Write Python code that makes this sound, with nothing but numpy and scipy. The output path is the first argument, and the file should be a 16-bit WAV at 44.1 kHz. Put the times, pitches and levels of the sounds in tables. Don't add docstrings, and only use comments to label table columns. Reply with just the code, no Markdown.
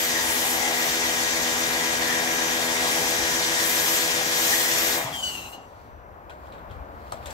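import sys
import numpy as np
from scipy import signal
from scipy.fft import rfft, irfft
from scipy.io import wavfile

SR = 44100
rng = np.random.default_rng(int(sys.argv[2]) if len(sys.argv) > 2 else 0)


def volts(x):
    e = np.asarray(x, float) / 20
    return 10 ** e


def to_wav(s):
    ch = np.atleast_2d(s).T
    pcm = np.round(np.clip(ch, -1, 1) * 32767)
    wavfile.write(sys.argv[1], SR, pcm.astype(np.int16))


N = 323234

# time_s, turns_per_s
SHAFT = [(0, 82.07), (0.5, 82.07), (1.5, 81.92), (2.0, 81.81), (2.5, 81.81), (3.0, 81.98), (4.5, 82.21)]
# multiple of shaft speed, level_db, left_over_right_db, right_lag_rad
PUMP_TONES = [(2, -53, 4, 0.3), (3, -44.5, 8, 0.2), (3.5, -60, 2, 0.4), (4, -45, 4, 0.4), (5, -47, 1, 0.7),
              (6, -41.2, 2, 0.2), (7, -46, 2, 1.1), (8, -44.5, 4, 1.3), (9, -44, -3, 0.8),
              (11, -54, 10, 1.4), (12, -47.5, -2, 1.0), (13, -53, 3, 2.4), (14, -51, 6, 2.2),
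              (15, -52, 2, 2.4), (16, -53, 2, 2.7), (17, -53, 1, 2.0), (18, -54, 16, -2.6),
              (19, -53, 7, 0.8), (20, -41, 0, -0.9), (21, -45, 1, 3.0), (22, -50, 7, -2.5),
              (23, -38, 7, -3.0), (24, -50, 3, -2.9), (25, -54, 2, 1.3), (26, -49, 0, -1.0),
              (27, -53, 0, -2.8), (29, -46, 1, -1.0), (30, -52, 1, -1.8), (39, -53, 6, -0.8),
              (45, -46, 0, -0.3)]
# multiple, left_db, right_db, left_offset_rad, right_offset_rad
ROTOR_TONES = [(2, -63, -65, -2.6, -2.5), (3, -49.5, -52, 0.8, 0.8), (4, -44, -48, -0.8, -0.9),
               (5, -50, -54, 2.1, 2.6), (6, -55, -60, -1.0, -2.0), (7, -47, -57, -1.6, -0.9),
               (8, -47, -53, -2.3, -2.2)]
# multiple, middle_s, length_s, change_db
SHADOWS = [(3, 4.2, 2.2, -9), (9, 4, 1.7, -3), (12, 2.6, 2.2, 3.5), (15, 2.5, 1.4, -2), (21, 2.2, 1.6, -4),
           (22, 5.7, 2.0, 8), (17, 4.8, 2.2, -0.5), (18, 4, 2.47, 3), (26, 4.4, 2.2, 4.5)]
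# time_s, level_db
POWER = [
    (0, -0.76),
    (4.99, 1.7),
    (5.03, -3),
    (5.07, -28),
    (5.12, -53),
]


def pump():
    turns = in_time(SHAFT)[0]
    angle = 2 * np.pi * np.cumsum(turns) / SR
    load_db = 6.5 * (82.0 - turns)
    rotor = {k: np.reshape(sides, (2, 2, 1)) for k, *sides in ROTOR_TONES}
    out = np.zeros((2, N))
    for k, level_db, pan_db, lag in PUMP_TONES:
        shadow_db = swells([row[1:] for row in SHADOWS if row[0] == k], .6)
        level = volts(level_db + load_db - 0.24 * drift(0.25) + 0.55 * drift(1.8)) * volts(shadow_db)
        phase = k * angle + .35 * k * k + .015 * k * drift(4) - [[0], [lag]]
        out += np.sqrt(2) * level * np.sin(phase) * volts([[pan_db / 2], [-pan_db / 2]])
        if k in rotor:
            beat_db, offset = rotor[k]
            out += np.sqrt(2) * volts(beat_db) * np.sin(phase + angle / 11 + offset)
    return out * volts(in_time(POWER)[0])


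# time_s, level_db
PRESSURE = [(4.931, 0), (5.0, -5.5), (5.1, -14.5), (5.178, -13), (5.36, -17), (5.55, -31), (5.6, -39),
            (5.68, -46), (5.9, -58)]
# middle_s, length_s, swell_db
DRUMMING = [
    (.03, .12, -1.5),
    (.7, 0.15, -1),
    (1.52, .05, 2),
    (2.86, 0.046, 3),
    (3.02, 0.088, 3.5),
]
# pitch_hz, level_db_per_hz
CASING_COLOUR = [(60, -30), (100, -10), (200, -8.5), (290, -6), (370, -7), (460, -6), (550, -6), (630, -4),
                 (720, -1), (820, 0), (980, -2), (1120, -5), (1280, -8), (1600, -13)]


def casing():
    sinking = 0.61 * in_time([(s + 0.16, db) for s, db in PRESSURE])[0]
    level = volts(-36.5 + sinking + swells(DRUMMING, 0.034))
    return level * rush(CASING_COLOUR, shared_db=0.8, patchy_db=1.6, lag_s=0.0002)


def lance():
    return howl() + roar() + off_bodywork(hiss() + mist(), echo_db=-13, lag_s=.0015, sway_s=.0003)


def low_pressure():
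    bleeding_s = np.maximum(np.arange(N) / SR - PRESSURE[1][0], 0)
    cut_s = 5.18
    air_cut = swells([(cut_s + 2, 4, -5), (cut_s + 0.042, .09, -10)], .04)
    return 0.45 * in_time(PRESSURE)[0] - 16 * bleeding_s + air_cut


# middle_s, length_s, mist_swell_db, sheen_hz
SWINGS = [(0.021, 0.17, 6.5, 13050), (.41, 0.36, 6.5, 11030), (0.851, 0.19, 3, 14020),
          (2.99, 0.23, 2, 11390), (3.821, 0.42, 7, 12760), (4.53, .33, 7, 13210), (4.871, 0.28, 6.5, 13000)]


def swing():
    return swells([row[:3] for row in SWINGS], 0.11)


# time_s, nearer_db
NEARER = [(0, 0), (.2, 1), (.66, -0.5), (.8, 0.5), (1.5, 0.5), (1.8, 0), (2.2, -0.5), (2.6, 0), (3.05, 2.5),
          (3.2, 1.5), (3.75, 2.5), (4.12, 3.5), (4.23, 1), (4.53, 4), (4.7, 2), (4.78, 3), (4.9, 1.5)]
# pitch_hz, level_db_per_hz
HISS_COLOUR = [(1470, -27), (2500, -4), (3230, 3), (3510, 3), (3570, 3.5), (4300, 2.5), (5880, 2.5),
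               (7510, 1.5), (8980, -9), (9500, -5), (12400, -13), (20900, -120)]
# time_s, pitch_hz, over_hiss_db
NOZZLE = [(0.0, 6050, -6), (0.26, 6420, -9), (1.17, 5950, -4), (1.21, 6390, -5), (2.06, 6220, -7),
          (2.1, 5865, -7), (2.45, 6290, -5), (2.62, 5910, -9.5), (3.49, 5870, -5), (3.87, 6270, -13.5),
          (4.37, 5940, -10), (4.47, 6380, -8), (4.79, 5950, -8), (5.0, 6270, -18)]


def hiss():
    level_db = -32.5 + in_time(PRESSURE)[0] + in_time(NEARER)[0] + 0.067 * swing()
    nozzle_hz, nozzle_db = in_time(NOZZLE)
    spray = volts(level_db + 0.5) * rush(HISS_COLOUR, shared_db=.8, patchy_db=1.3, lag_s=.00017)
    ring = whistle(nozzle_hz, width_hz=900, alike=.3, lag_s=.00017)
    return spray + volts(level_db + nozzle_db + 1.5 * drift(4)) * ring


# pitch_hz, level_db_per_hz
MIST_COLOUR = [(6500, -6.5), (8500, 2), (9240, -9.5), (10600, 1.1), (13000, -3.5), (15000, -0.5),
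               (17000, -1)]


def mist():
    shut_s = 5.57
    shutting = swells([(5.1, .08, -4), (shut_s + 2, 4, -21)], .04)
    toward = swing()
    level_db = -38 + 0.53 * in_time(PRESSURE)[0] + 0.88 * toward + 0.43 * in_time(NEARER)[0] + shutting
    fizz = volts(level_db) * rush(MIST_COLOUR, shared_db=0.5, patchy_db=1.4, lag_s=0.00015)
    return fizz + volts(level_db - 6.5 + 0.7 * toward) * sheen()


def sheen():
    glide = []
    for s, length, _, hz in SWINGS:
        for side in (-.9, .9):
            offset_s = side * length / 2
            glide.append((s + offset_s, hz + offset_s * 5500))
    return whistle(in_time(glide)[0], width_hz=2500, alike=.3, lag_s=.00016)


# pitch_hz, level_db_per_hz
ROAR_COLOUR = [(750, -30), (1050, -9), (1300, -5), (1550, -4), (1800, -1), (2100, 0), (2450, -4),
               (2770, -6), (3400, -8), (4400, -30)]


def roar():
    level = volts(-41 + low_pressure() + 0.12 * swing() + 5)
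    return level * rush(ROAR_COLOUR, shared_db=-0.5, patchy_db=1.2, lag_s=0.00026)


# middle_s, swell_db, pitch_hz
GULPS = [(.03, 7, 1930), (0.169, 14.5, 1881), (.4, 2, 1900), (.66, 11, 2062), (0.821, 7, 1903),
         (1.42, 7, 1943), (1.84, 9, 1904), (2.13, 10.5, 1868), (2.61, -3, 1864), (2.94, 12, 2035),
         (3.15, -3, 1830), (3.62, 10, 1855), (3.9, 3, 1857), (4.54, 11, 1822), (4.711, 4, 1934)]


def howl():
    gulps_db = swells([(s, 0.075, db) for s, db, _ in GULPS], 0.12)
    hz = in_time([(s, hz) for s, _, hz in GULPS])[0] + 25 * drift(4.935)
    level = volts(-37 + low_pressure() + gulps_db + 2.1 * drift(5.4) - 3.5)
    return level * whistle(hz, width_hz=200, alike=0.18, lag_s=0.00011)


def off_bodywork(x, echo_db, lag_s, sway_s):
    at = np.arange(N) - SR * (lag_s + sway_s * drift(0.904))
    return x + volts(echo_db) * np.array([np.interp(at, np.arange(N), side) for side in x])


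# time_s, pitch_hz, level_db
BONNET = [(.08, 994, -62), (.16, 962, -38), (.4, 857, -40), (.7, 752, -35.5), (1.0, 723, -47),
          (1.5, 765.4, -49), (2.9, 803, -44), (3.5, 793, -50)]


def bonnet():
    hz, level_db = in_time(BONNET + [(3.8, 800, -90)])
    return volts(level_db + 2.0 * drift(8.5)) * whistle(hz, width_hz=137, alike=0.75, lag_s=0.00017)


# start_s, peak_db, pitch_hz, fade_60db_s
THUD = [
    (5.043, -25, 128, 0.087),
    (5.055, -31.5, 655, 0.33),
    (5.577, -29, 770, 0.051),
]


def thud():
    out = np.zeros(N)
    for s, peak_db, hz, t60 in THUD:
        age = np.maximum(np.arange(N) / SR - s, 0)
        rise = np.minimum(age / 0.012, 1)
        out += volts(peak_db - 60 * age / t60) * rise * np.sin(2 * np.pi * hz * age)
    return out


def coasting():
    t = np.arange(N) / SR
    start_s, rest_s = 4.99, 5.6
    turning = np.clip(np.minimum(t - start_s, rest_s - t) / 0.027 + 1, 0, 1)
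    level = volts(-42.5 - 9 * (t - start_s) + 2.7 * drift(9.2) - 6.5)
    return turning * level * band_noise(98, 309.6, channels=1)


# time_s, pitch_hz, level_db
SQUEAL = [(5.112, 3230, -58), (5.128, 3230, -40), (5.16, 3220, -37), (5.222, 3030, -41),
          (5.238, 2990, -31.5), (5.285, 2945, -33.5), (5.31, 2900, -39), (5.39, 2760, -43),
          (5.47, 2750, -48),
          (5.515, 2780, -58),
    (5.535, 2850, -43),
    (5.565, 2840, -54),
    (5.6, 2810, -60),
    (5.655, 2815, -64),
]


def valve_squeal():
    hz, level_db = in_time([(5.09, 3230, -91)] + SQUEAL + [(5.7, 2820, -100)])
    level_db = level_db + .8 * drift(30)
    breakup_s = 5.31
    broken = swells([(5.16, .12, .55), (breakup_s + .1, .2, 1), (5.7, .36, .45)], .04)
    angle = 2 * np.pi * np.cumsum(hz + 16 * drift(50)) / SR
    clear = np.sqrt(2) * np.sin(angle - [[0], [4.6]])
    squeal = volts(-2 - 5 * broken) * clear
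    squeal += volts(-11) * whistle(hz, width_hz=260, alike=.75, lag_s=.00026)
    squeal += broken * volts(-3) * whistle(hz + 20, width_hz=330, alike=.7, lag_s=.00026)
    squeal += volts(-19) * whistle(hz / 2, width_hz=120, alike=0.39, lag_s=.00026)
    squeal += volts(-21.0) * whistle(2 * hz, width_hz=180, alike=.4, lag_s=0.00052)
    for ratio in (1.53, 2.25, 2.68):
        body = whistle(ratio * hz, width_hz=360, alike=0.4, lag_s=.00026)
        squeal += volts(-16 + 2.8 * drift(5.9)) * body
    return volts(level_db + 5.5) * squeal


# middle_s, length_s, level_db, pitch_hz
SPITS = [
    (5.07, 0.035, -43, 3370),
    (5.258, .06, -56, 3830),
    (5.402, .06, -52, 3950),
    (5.46, .05, -54, 3990),
    (5.547, 0.057, -57, 4070),
]


def valve_spits():
    level = sum(volts(db) * swells([(s, length, 1)], .02) for s, length, db, _ in SPITS)
    hz = in_time([(s, pitch) for s, *_, pitch in SPITS])[0]
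    return level * volts(1.5) * whistle(hz, width_hz=280, alike=0.45, lag_s=0.00022)


# time_s, pitch_hz, level_db
LEAK = [
    (5.54, 5900, -85),
    (5.6, 5900, -72),
    (5.95, 5900, -76),
    (6.2, 5905, -85),
    (6.27, 5905, -100),
]


def leak():
    hz, level_db = in_time(LEAK)
    level = volts(level_db + 1.5 * drift(25))
    tone = np.sin(2 * np.pi * np.cumsum(hz + 6 * drift(19.44)) / SR)
    return level * tone * volts([[3.5], [-3.5]])


# pitch_hz, level_db_per_hz
GRAVEL_COLOUR = [(880, -25), (1500, -4), (3480, -8.5), (4450, -10), (8010, -6.5), (9300, -20), (11600, -11),
                 (17000, -25)]
# start_s, peak_db, stone_hz, brightness_db, sole_knock_db
STEPS = [
    (6.2963, -34.5, 3270, -17, -32),
    (6.4344, -53, 2500, -13, -51),
    (6.5226, -35, 3960, -22, -41),
    (6.5444, -52, 2700, -18, -42),
    (6.5844, -49, 3070, -20, -51),
    (6.71, -36.5, 3240, -19, -36),
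    (7.121, -26, 4270, -9.5, -22.5),
    (7.227, -37, 2500, -20, -44),
    (7.2579, -26, 3550, -10.5, -41),
    (7.3044, -35, 3380, -5, -49),
]


def steps():
    hits = rng.random((3, N)) < 3500 / SR
    force = volts(4.3 * np.minimum(rng.exponential(1, (3, N)), 3))
    grains = hits * force * rng.choice([-1, 1], (3, N))
    common, *own = rms_one(tint(grains, GRAVEL_COLOUR))
    crunch = heard(common, np.array(own), 0.38, 0.00024)
    dull = tint(crunch, [(4200, 0), (6000, -30)])
    sole = band_noise(410, 1160, channels=2)
    crack = band_noise(5000, 12000, channels=2)
    out = np.zeros((2, N))
    for s, peak_db, hz, bright_db, knock_db in STEPS:
        t60 = 0.25 * volts(min(-27 - knock_db, 0))
        age = np.maximum(np.arange(N) / SR - s, 0)
        rise = np.minimum(age / .001, 1)
        stone = volts(-3.5 + 0.3 * bright_db - 60 * age / 0.016) * np.sin(2 * np.pi * hz * age)
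        grind = volts(-12.0 - 60 * age / max(t60, .02)) * (dull + volts(bright_db + 5.5) * (crunch - dull))
        grind += volts(bright_db - 3 - 60 * age / 0.022) * crack
        out += volts(peak_db) * (stone + rise * grind)
        out += rise * volts(knock_db - 7.5 - 60 * age / 0.096) * sole
    return out


# start_s, peak_db, pitch_hz, fade_60db_s
STONES = [(5.582, -37, 895, .03), (6.297, -41, 2450, .025), (6.306, -45, 3200, .02),
          (6.306, -47, 4000, 0.018), (6.31, -41, 1480, .12), (6.472, -55, 7200, .008),
          (6.472, -50, 3500, .01), (6.526, -58, 8000, .012), (6.582, -49, 3700, .015),
          (6.701, -47, 3500, .012), (6.712, -58, 7800, .012), (7.1215, -35, 8200, 0.016),
          (7.123, -29, 1240, 0.045), (7.143, -31, 653, 0.064), (7.269, -40, 8200, .012),
          (7.273, -40, 6100, .012), (7.281, -42, 3900, .015), (7.284, -35, 610, .08),
          (7.309, -38, 7700, .012), (7.31, -38, 4700, .01)]


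def stones():
    out = np.zeros((2, N))
    for s, peak_db, hz, t60 in STONES:
        age = np.maximum(np.arange(N) / SR - s - np.array([[0], [.00024]]), 0)
        out += volts(peak_db - 60 * age / max(t60, .004)) * np.sin(2 * np.pi * hz * age)
    return out


# pitch_hz, level_db_per_hz
RUSTLE_COLOUR = [(1290, -25.5), (2200, -6.5), (4500, -5.5), (5500, -13), (8000, -15), (9300, -21),
                 (11000, -16), (17000, -16)]
# middle_s, length_s, swell_db
RUSTLES = [(5.53, 0.88, 19.5), (6.48, 0.16, 25), (6.835, 0.36, 12.5), (6.33, .12, 8), (7.2, 0.41, 25)]


def rustle():
    level = volts(-82.5 + swells(RUSTLES, 0.22) - 5.0)
    return level * rush(RUSTLE_COLOUR, shared_db=1.5, patchy_db=.8, lag_s=.00026)


# time_s, level_db
TRAFFIC = [
    (5.6, -50),
    (6.2, -48),
    (6.65, -44),
    (7.07, -45),
    (7.33, -41.5),
]
# pitch_hz, level_db_per_hz
YARD_COLOUR = [(24, -21.5), (66, -0.5), (143, -13.5), (398, -15), (578, -8.5), (1160, -13), (1530, -18),
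               (3000, -37), (4500, -43.5), (7500, -50), (9400, -60), (11000, -49), (17000, -41.5)]


def traffic():
    level = volts(in_time(TRAFFIC)[0] + 1)
    return level * rush(YARD_COLOUR, shared_db=0.2, patchy_db=-0.8, lag_s=0.00036)


# middle_s, length_s, swell_db
GUSTS = [(1.9, .3, 3), (2.48, .12, 9), (3.1, .5, 7), (5.05, .15, 9), (6.57, .12, 13), (6.7, .11, 22),
         (6.79, .09, 19), (7.13, .15, 12)]


def wind():
    common, *own = band_noise(48, 104.0, channels=3)
    level = volts(-64.5 + swells(GUSTS, .07) - 7 * drift(3))
    return level * heard(common, np.array(own), .55, 0.) * volts([[4], [-5]])


# pitch_hz, likeness from 0 to 1
LIKENESS = [(60, .68), (300, .87), (900, .65), (1500, .48), (2000, .6), (3000, .42), (8000, .3),
            (13000, .44)]


def rush(colour, shared_db, patchy_db, lag_s):
    octaves = np.log2(colour[-1][0] / colour[0][0])
    edges = colour[0][0] * 2 ** np.arange(-.25, octaves + .5, .5)
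    edges = np.minimum(edges, .46 * SR)
    together = 0.35 * drift(1.6) + 0.21 * drift(35)
    white = tint(rng.standard_normal((2, 4, N)), colour)
    white[:, 1] = delayed(white[:, 0], lag_s)
    out = 0
    for k, (low, high) in enumerate(zip(edges, edges[1:])):
        alike = np.clip(at_hz(LIKENESS, np.sqrt(low * high)), 0, 1)
        mixed = np.sqrt(alike) * white[k % 2, :2] + np.sqrt(1 - alike) * white[k % 2, 2:]
        band = signal.sosfilt(signal.butter(2, [low, high], "band", fs=SR, output="sos"), mixed)
        out = out + band * volts(shared_db * together + patchy_db * drift(17.0))
    return out / np.std(out.mean(axis=0))


def whistle(hz, width_hz, alike, lag_s):
    turn = np.exp(2j * np.pi * np.cumsum(hz) / SR)
    lowpass = signal.butter(2, width_hz / 2, fs=SR, output="sos")
    slow = signal.sosfilt(lowpass, rng.standard_normal((2, 3, N)))
    common, *own = np.real((slow[0] + 1j * slow[1]) * turn)
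    return rms_one(heard(common, np.array(own), np.clip(alike, 0, 1), lag_s))


def band_noise(low_hz, high_hz, channels):
    bandpass = signal.butter(3, [low_hz, high_hz], "band", fs=SR, output="sos")
    return rms_one(signal.sosfilt(bandpass, rng.standard_normal((channels, N))))


def heard(common, own, alike, lag_s):
    late = delayed(common, lag_s)
    return np.sqrt(alike) * np.array([common, late]) + np.sqrt(1 - alike) * own


def tint(x, points, lag_s=0.):
    hz = np.fft.rfftfreq(x.shape[-1], 1 / SR) + 1
    lag = np.exp(-2j * np.pi * hz * lag_s)
    return irfft(rfft(x) * volts(at_hz(points, hz)) * lag, x.shape[-1])


def delayed(x, lag_s):
    return tint(x, [(1, 0), (SR, 0)], lag_s)


def drift(rate):
    r = np.exp(-80 * np.pi * rate / SR)
    slow = signal.lfilter([1], [1, -2 * r, r * r], rng.standard_normal(N // 40 + 2002))[2000:]
    return np.interp(np.arange(N) / 40, np.arange(len(slow)), rms_one(slow))


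def swells(rows, edge_s):
    t = np.arange(N) / SR
    return sum(height * np.clip((length / 2 - abs(t - s)) / edge_s + .5, 0, 1) for s, length, height in rows)


def in_time(rows):
    s, *columns = np.transpose(rows)
    return [np.interp(np.arange(N) / SR, s, c) for c in columns]


def at_hz(points, hz):
    table_hz, level_db = np.transpose(points)
    return np.interp(np.log(hz), np.log(table_hz), level_db)


def rms_one(x):
    return x / np.sqrt(np.mean(x ** 2) + 1e-20)


# pitch_hz, left_over_right_db
LEFT_OVER_RIGHT = [(60, 4.5), (110, 0.5), (200, 2.5), (380, 2), (700, 5.5), (1290, 1.5), (2380, 5),
                   (4400, 1.5), (8120, 4.5), (15000, 2.5)]


def scene():
    machine = casing() + lance() + bonnet() + thud() + coasting() + valve_squeal() + valve_spits()
    left, right = machine + steps() + stones() + rustle() + traffic()
    left = tint(left, [(hz, db / 2) for hz, db in LEFT_OVER_RIGHT])
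    right = tint(right, [(hz, -db / 2) for hz, db in LEFT_OVER_RIGHT])
    return np.array([left, right]) + pump() + leak() + wind()


def band_limit(x):
    return signal.sosfilt(signal.butter(12, 15770, fs=SR, output="sos"), x)


def record(dry):
    cutoff_hz = 15770
    cut = tint(dry, [(cutoff_hz - 30, 0), (cutoff_hz + 30, -90)])
    return band_limit(cut)


dry = scene()
out = record(dry)
to_wav(out)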